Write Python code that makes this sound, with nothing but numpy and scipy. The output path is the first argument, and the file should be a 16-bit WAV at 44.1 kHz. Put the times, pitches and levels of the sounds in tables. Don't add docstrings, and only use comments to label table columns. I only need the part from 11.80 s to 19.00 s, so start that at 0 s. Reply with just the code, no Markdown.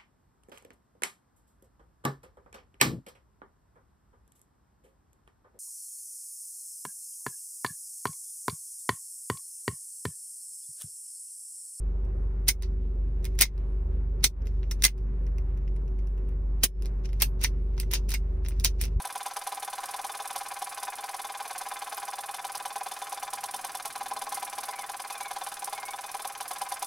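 import sys
import numpy as np
from scipy import signal
from scipy.fft import rfft, irfft
from scipy.io import wavfile
from scipy.ndimage import uniform_filter1d

SR = 44100
rng = np.random.default_rng(int(sys.argv[2]) if len(sys.argv) > 2 else 0)


def convert_level_to_amplitude(level_db):
    exponent = np.asarray(level_db, float) / 20
    return 10 ** exponent


def materialize(psi):
    bounded = np.clip(np.atleast_2d(psi).T, -1, 1)
    quanta = np.round(bounded * 32767).astype(np.int16)
    wavfile.write(sys.argv[1], SR, quanta)


N = 317520

# frequency in Hz, density in dB per Hz.
CONTACT_COLOUR = [(180, -49.5), (300, -22.5), (1270, -14.5), (1800, -10), (2900, -2.5), (4200, -8),
                  (5740, -3.5), (7260, -8.5), (9650, -10), (12400, -15), (13700, -11), (15200, -7),
                  (16500, -31)]


def curve(table, hz, order=1):
    table = np.array(table)
    return np.interp(np.log(hz + 1), np.log(table[:, 0]), table[:, order])


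def unit(x):
    return x / np.sqrt(np.mean(np.abs(x) ** 2))


def decay(age, t60):
    return np.exp(-np.log(1000) * age / t60)


def drift(rate):
    noise = rng.standard_normal(N) + 1j * rng.standard_normal(N)
    pole = np.exp(-2 * np.pi * rate / SR)
    return unit(signal.lfilter([1], [1, -2 * pole, pole ** 2], noise))


def air():
    # frequency in Hz, density in dB per Hz.
    air_colour = [(22, -10.5), (34, -13), (50, -2), (90, -2), (200, -11), (330, -16), (420, -14),
                  (650, -24), (1050, -27.5), (2000, -40), (3300, -48), (5000, -67), (7400, -71.5),
                  (10000, -56), (13000, -66.5), (16000, -86)]
    # frequency in Hz, likeness -1..1, left minus right in dB.
    port_likeness = [(61, 0.57, 0.9), (132, 1, -0.5), (292, 0.7, -0.5), (420, 0.55, -5), (700, -0.31, 0.5),
                     (1267, -0.33, 4), (2400, 0.36, -2.5), (7200, -0.11, 0)]
    hz = np.fft.rfftfreq(N, 1 / SR)
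    like = np.clip(curve(port_likeness, hz, order=1), -1, 1)
    lean = convert_level_to_amplitude(curve(port_likeness, hz, order=2) / 2)
    mid, side = rfft(rng.standard_normal((2, N)))
    mid = mid * np.sqrt(1 + like)
    side = side * np.sqrt(1 - like)
    both = np.array([(mid + side) * lean, (mid - side) / lean]) * convert_level_to_amplitude(curve(air_colour, hz))
    out = 0
    for centre in 60 * 2. ** np.arange(9):
        octaves_away = np.abs(np.log2(np.clip(hz, 60, 15360) / centre))
        region = irfft(both * np.clip(1 - octaves_away, 0, 1), N)
        flicker_db = (2.5 + centre / 4000) * drift(5.2).real
        out = out + region * convert_level_to_amplitude(flicker_db)
    return convert_level_to_amplitude(-44) * unit(out)


def engine():
    # frequency in Hz, level in dB rms, wavering share 0-1, waver rate per second.
    drone_lines = [(25, -52, .4, 3), (48.22, -27.5, 0.16, 12), (71.36, -40, 0.7, 1.4),
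                   (97.1, -50.5, 1, 2.5), (123.7, -50, 0.3, 1.9), (143, -55, 0.7, 1.3),
                   (167.8, -55, 0.4, 2.5), (196, -59, .6, 3.8), (246.9, -63, 0.1, 9),
                   (375.2, -53.5, .5, 12)]
    out = 0
    speed = np.cumsum(1 + .0015 * drift(.7).real) / SR
    for hz, db, share, rate in drone_lines:
        pan_db = -5 * (hz / 374) ** 2
        share = np.clip(share, 0, 1)
        size = np.sqrt(1 - share ** 2) + share * drift(rate)
        phase = 2 * np.pi * (hz * speed + rng.random())
        line = np.sqrt(2) * (size * np.exp(1j * phase)).real
        out = out + convert_level_to_amplitude(db + np.array([[pan_db], [-pan_db]]) / 2) * line
    return out


def phone_bumps():
    # start in seconds, level in dB, frequency in Hz, t60 in seconds.
    bumps = [
        (6.786, -17.5, 69.1, .15),
        (7.16, -14, 68, 0.073),
    ]
    t, out = np.arange(N) / SR, 0
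    for s, db, hz, t60 in bumps:
        age = np.maximum(t - s, 0)
        onset = 1 - np.exp(-age / 0.0039)
        out = out + convert_level_to_amplitude(db) * np.sin(2 * np.pi * hz * age) * decay(age, t60) * onset
    return out


def jolts(push_ms=.7):
    # start in seconds, level in dB.
    landings = [
        (.689, -33),
        (1.62, -30),
        (2.445, -28),
        (3.05, -29),
        (4.841, -25),
        (6.85, -32.5),
    ]
    t, out = np.arange(N) / SR, 0
    for s, db in landings:
        age = np.clip(t - s, 0, .1) * 1000 / push_ms
        out = out + convert_level_to_amplitude(db) * np.e * age * (2 - age) * np.exp(-age)
    return out * convert_level_to_amplitude(np.array([[-2.5], [2.5]]))


def scrapes():
    # start in seconds, release in seconds, level at release in dB.
    slides = [(0.666, 0.682, -29.5), (1.427, 1.452, -72), (1.577, 1.588, -51), (2.421, 2.438, -35),
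              (2.993, 3.022, -65), (4.823, 4.834, -29), (5.237, 5.261, -45), (5.395, 5.414, -29),
              (5.592, 5.65, -25), (5.965, 6.006, -54), (6.634, 6.645, -67), (6.981, 7.016, -40.5)]
    # start in seconds, end in seconds, level in dB.
    rustles = [(0.842, 0.917, -87), (1.473, 1.567, -79), (2.682, 2.91, -82), (4.81, 4.829, -63.5),
               (4.947, 5.2, -86.5), (5.26, 5.404, -74), (5.701, 5.95, -92), (6.04, 6.11, -77),
               (6.19, 6.294, -78), (6.386, 6.592, -88), (6.727, 6.797, -69), (6.9, 6.98, -78),
               (7.076, 7.146, -78)]
    # start in seconds, end in seconds, level in dB.
    drags = [(5.997, 6.034, -57), (6.11, 6.165, -41.5), (6.287, 6.352, -46), (6.648, 6.665, -57),
             (7.016, 7.054, -44)]
    strokes = [(start, end, -67, db) for start, end, db in slides]
    strokes += [(start, end, db, db) for start, end, db in [*rustles, *drags]]
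    t, size = np.arange(N // 16 + 1) * 16 / SR, 0
    for start, end, start_db, end_db in strokes:
        times = [start - .004, start, end, end + .006]
        size = size + convert_level_to_amplitude(np.interp(t, times, [-110, start_db, end_db, -110]))
    grit = rng.standard_normal((3, N))
    hz = np.fft.rfftfreq(N, 1 / SR)
    colour = convert_level_to_amplitude(curve(CONTACT_COLOUR, hz)) / (1 + (hz / 7000) ** 2)
    hiss = irfft(rfft(grit[:2]) * colour, N)
    lumps = convert_level_to_amplitude(22.0 * uniform_filter1d(grit[2], size=60))
    return unit(hiss) * np.repeat(size, 16)[:N] * lumps


def rings():
    # start in seconds, frequency in Hz, level in dB, t60 in seconds.
    free_rings = [(.689, 2170, -29, 0.078), (1.61, 12500, -26.5, 0.047), (1.621, 2126, -24.5, 0.1),
                  (2.445, 2214, -29.5, 0.06), (3.051, 2100, -20.5, 0.072), (4.84, 5300, -64, .7),
                  (5.65, 5260, -67, 0.39), (6.155, 5250, -67, 0.36), (5.421, 12510, -19, 0.12),
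                  (5.646, 2105, -22.5, 0.048), (6.347, 2135, -33, 0.048), (1.612, 5800, -26, 0.03),
                  (2.915, 5580, -24, 0.028), (3.042, 5500, -24, .03), (5.645, 6010, -17, 0.03),
                  (6.153, 4960, -29, 0.035), (6.848, 5800, -20, .03)]
    out, age = np.zeros(N + 22050), np.arange(22050) / SR
    flutter = drift(160)
    for s, hz, db, t60 in free_rings:
        at = int(s * SR)
        wobble = 1 + np.roll(flutter, -at)[:len(age)] * (2900 / hz) ** 2
        swing = (wobble * np.exp(2j * np.pi * hz * age)).imag
        out[at:at + len(age)] += convert_level_to_amplitude(db) * swing * decay(age, t60) * (1 - np.exp(-age / .001))
    return np.array([out[:N] * convert_level_to_amplitude(-1.5), np.roll(out, shift=2)[:N]])


def contacts():
    # start in seconds, blow level in dB,
    # frame thud in dB relative, bright tick in dB relative, scrape length in ms.
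    snaps = [(0.6825, -23, -6.5, 10, .8), (0.6846, -20, -20.5, 6, 1.5), (0.6873, -13.5, -5, 3.5, 3.6),
             (1.6075, -22, -7.5, 1.5, 1.2), (1.6112, -15.5, 0, 9.5, 1.7), (1.6198, -12.5, -7, 2, 2.4),
             (1.6538, -28.5, -1.5, -9.5, 1.8), (2.4415, -14.5, -10, 5, 1.1), (2.4443, -13.5, -7, -1.5, 1.8),
             (3.0231, -26.5, -6.5, 3, 2.5), (3.0374, -25, -1, 6, 1.9), (3.0405, -14.5, -3.5, 5, .7),
             (3.0503, -11.5, -5.5, 3, 1.9), (3.0814, -28.5, 4.5, -14, 1.4), (4.8354, -17, 0.5, 5.5, 1.3),
             (4.838, -16, -4, 8.5, 5.2), (5.4205, -24, 2, 13.5, 1.7), (5.423, -16, 0, -14, 3),
             (5.6402, -29.5, -5, 14.5, 1.3), (5.6455, -19, -3, -25.5, 2.2), (6.8425, -32, -2.5, 9, 1.1),
             (6.8468, -14.5, -8, 2, 1.6), (6.8543, -19, -1.5, -5, 1.1)]
    # start in seconds, level in dB, bright tick in dB relative.
    catches = [(0.824, -40.5, 3.5), (0.8333, -36, -14), (1.4449, -43, 8), (1.4534, -37.5, 4),
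               (1.5907, -26.5, 3.5), (1.6251, -19, -3.5), (2.6712, -44, -1.5), (2.9122, -35.5, 2.5),
               (2.9152, -35.5, 4.5), (5.0236, -46, 4.5), (5.0582, -40.5, 0), (5.2568, -43, -9),
               (5.4022, -33, 1.5), (5.6148, -35, 2), (5.6339, -33, 4.5), (6.0005, -31, 7),
               (6.115, -35.5, 8.5), (6.13, -31.5, -20.5), (6.1364, -20.5, 2.5), (6.153, -26, -8.5),
               (6.2928, -36.5, 6.5), (6.3057, -35.5, 9.5), (6.3187, -30, -1.5), (6.3407, -26, 2.5),
               (6.6625, -39, -12.5), (6.6862, -42, 14), (6.7994, -37, 4), (7.0142, -31, 12),
               (7.0388, -35, 3), (7.0545, -36, 1)]
    # start in seconds, level in dB, bright tick in dB relative.
    taps = [(0.252, -69.5, 5), (1.4626, -46, -2.5), (1.5542, -61.5, 5), (1.7795, -58, -1.5),
            (2.4096, -58, -9), (2.622, -60, -19), (2.6573, -54, -4), (2.8318, -49, -14.5),
            (3.1802, -53, 0.5), (3.4675, -56, 2), (3.5842, -51.5, -0.5), (3.775, -57.5, 0),
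            (3.879, -56.5, -7), (3.9642, -55.5, 0.5), (4.0805, -58, -3), (4.1899, -55.5, -1.5),
            (4.2727, -56.5, 2.5), (4.3795, -63, 1.5), (4.4899, -60.5, 6), (5.05, -51, -16),
            (5.2911, -50, -6), (5.3044, -62, -19), (5.332, -52, 2.5), (5.9386, -63, -6),
            (5.9801, -44.5, -7), (6.032, -46, -13), (6.6503, -47, -3), (6.709, -47.5, -16),
            (6.7217, -50.5, -20), (7.081, -52, -7)]
    light = [(s, db, -2.5, tick_db, 0.89) for s, db, tick_db in catches]
    light += [(s, db, 4.5, tick_db, 0.92) for s, db, tick_db in taps]
    gaps = .006 * (.5 + rng.random(len(light)))
    rebounds = []
    for (s, db, thud_db, tick_db, ms), gap in zip(light, gaps):
        rebounds.append((s + gap, db - 8.5, thud_db, tick_db - 8, ms))
    return [*snaps, *light, *rebounds]


def ring(modes, t, chance, scatter_db=3.0, detune=.01):
    hz, db, t60 = np.transpose(modes)[:, :, None]
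    gain_chance = chance[:len(modes), None]
    pitch_chance = chance[10:10 + len(modes), None]
    tones = np.sin(2 * np.pi * hz * (1 + detune * pitch_chance) * t)
    waves = convert_level_to_amplitude(db + scatter_db * gain_chance) * tones * decay(t, t60)
    return waves.sum(axis=0)


def action(lead_db=-26, rattle_db=-9, rattle_t60=0.086, left_db=-1.5, metal_t60=.04, metal_db=3.5):
    # frequency in Hz, level in dB, t60 in seconds.
    frame_modes = [(1050, -11, .02), (2130, -7, .035), (2450, -9, .025), (2760, -11, .025)]
    cylinder_modes = [(4160, -11, .015), (5290, -9, .02), (5800, -11, .012)]
    hammer_modes = [(9660, -11, 0.0042), (12500, -11.5, 0.025)]
    # frequency in Hz, lead in radians.
    port_lead = [(0, -3.5), (600, 2.5), (1290, 0.08), (2150, 0.14), (2930, 0.5), (3880, 1.5), (5600, 1.27),
                 (6550, -3), (8100, 4), (9470, 5), (11000, 7), (13000, 7), (13900, 7.5), (16400, 14)]
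    out, t = np.zeros((2, N + 9000)), np.arange(4096) / SR
    hz = np.fft.rfftfreq(8192, 1 / SR)
    colour = convert_level_to_amplitude(curve(CONTACT_COLOUR, hz))
    lead = np.interp(hz, *np.transpose(port_lead))
    left = convert_level_to_amplitude(left_db / 2) * np.exp(.5j * lead)
    right = convert_level_to_amplitude(-left_db / 2) * np.exp(-.5j * lead)
    ports = np.array([left, right])
    rattle_dulling = np.sqrt(1 + (hz / 9000) ** 2)
    age = t - 1024 / SR
    after = np.maximum(age, 0)
    for s, db, thud_db, tick_db, ms in contacts():
        chance, grit = rng.standard_normal((3, 20)), rng.standard_normal((6, 4096))
        scrape_ms = max(ms, .2)
        blow = (1 - np.exp(-after / 0.0001)) * np.exp(-after * 1000 / scrape_ms)
        slide = convert_level_to_amplitude(lead_db) * np.exp(np.minimum(age, 0) / .004) * (age < 0)
        push = grit[0] * convert_level_to_amplitude(5.53 * grit[1] - 2.5)

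        lasting = rattle_t60 * np.clip(2.5 + (db + 23.5) / 90, .4, 1)
        fade = convert_level_to_amplitude(rattle_db + 0.3 * (db + 16)) * decay(after, lasting) * (age >= 0)
        rattle = grit[2:4] * fade * convert_level_to_amplitude(18.0 * uniform_filter1d(grit[4], size=40))
        metal = grit[5] * decay(t, metal_t60)
        metal = rfft(metal, 8192) / np.sqrt(np.sum(metal ** 2))
        metal = (1 + convert_level_to_amplitude(metal_db) * metal) / np.sqrt(1 + convert_level_to_amplitude(2 * metal_db))

        body = convert_level_to_amplitude(thud_db) * ring(frame_modes, t, chance[0])
        body += ring(cylinder_modes, t, chance[1])
        body += convert_level_to_amplitude(tick_db) * ring(hammer_modes, t, chance[2])
        rung = rfft(push * blow, 8192) * convert_level_to_amplitude(-20.5) * rfft(body, 8192) * ports

        tilt_db = np.interp(hz, [2800, 3700, 6100, 7500], [thud_db, 0, 0, tick_db])
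        crack = rfft(push * (blow + slide), 8192) * ports
        crack = crack + rfft(rattle, 8192) * metal / rattle_dulling
        crack = crack * convert_level_to_amplitude(14.0 + tilt_db) * colour
        at = int(s * SR) - 1054
        hit = irfft(rung + crack)[:, :7000]
        out[:, at:at + 7000] += convert_level_to_amplitude(db) * hit * np.sqrt(2 / scrape_ms)
    return out[:, :N]


def cabin(x, t60=.06, wet_db=-12):
    t = np.arange(6000) / SR
    tails = rng.standard_normal((2, 6000)) * decay(t, t60) * (1 - np.exp(-t / .002))
    tails = tails * convert_level_to_amplitude(wet_db) / np.sqrt(np.sum(tails ** 2, axis=1, keepdims=True))
    return x + signal.fftconvolve(x, tails, axes=1)[:, :N]


def scene():
    gun = action() + rings() + scrapes() + jolts()
    return cabin(gun) + engine() + phone_bumps() + air()


def roll_off(x):
    return signal.sosfilt(signal.butter(12, 16810, fs=SR, output="sos"), x)


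def record(dry):
    # start in seconds, depth in dB.
    ducks = [
        (0.716, -7),
        (1.637, -9),
        (2.472, -11.5),
        (3.068, -9),
        (4.862, -12.5),
        (6.87, -1.5),
    ]
    # centre frequency in Hz, width in Hz, depth in dB.
    thin_bands = [(3200, 380, -5), (7450, 450, -13), (13700, 600, -8)]
    t, gain_db = np.arange(N) / SR, 0
    hold_s, back_s = .056, 0.086
    duck_times = [0, .012, 0.0086 + hold_s, 0.0085 + hold_s + back_s]
    for s, depth_db in ducks:
        gain_db = gain_db + depth_db * np.interp(t - s, duck_times, [0, 0.71, .85, 0])
    edges = np.clip(np.minimum(t, t[::-1]) / .002, 0, 1)
    hz = np.fft.rfftfreq(N, 1 / SR)
    dips_db = sum(dip * np.exp(-((hz - centre) / width) ** 2) for centre, width, dip in thin_bands)
    dry = irfft(rfft(dry) * convert_level_to_amplitude(dips_db), N)
    top_cut = signal.ellip(6, .2, 40, 15900, fs=SR, output="sos")
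    held = signal.sosfilt(top_cut, dry * convert_level_to_amplitude(gain_db) * edges)
    return roll_off(1.1 * np.tanh(held / 1.1))


dry = scene()
out = record(dry)
materialize(out)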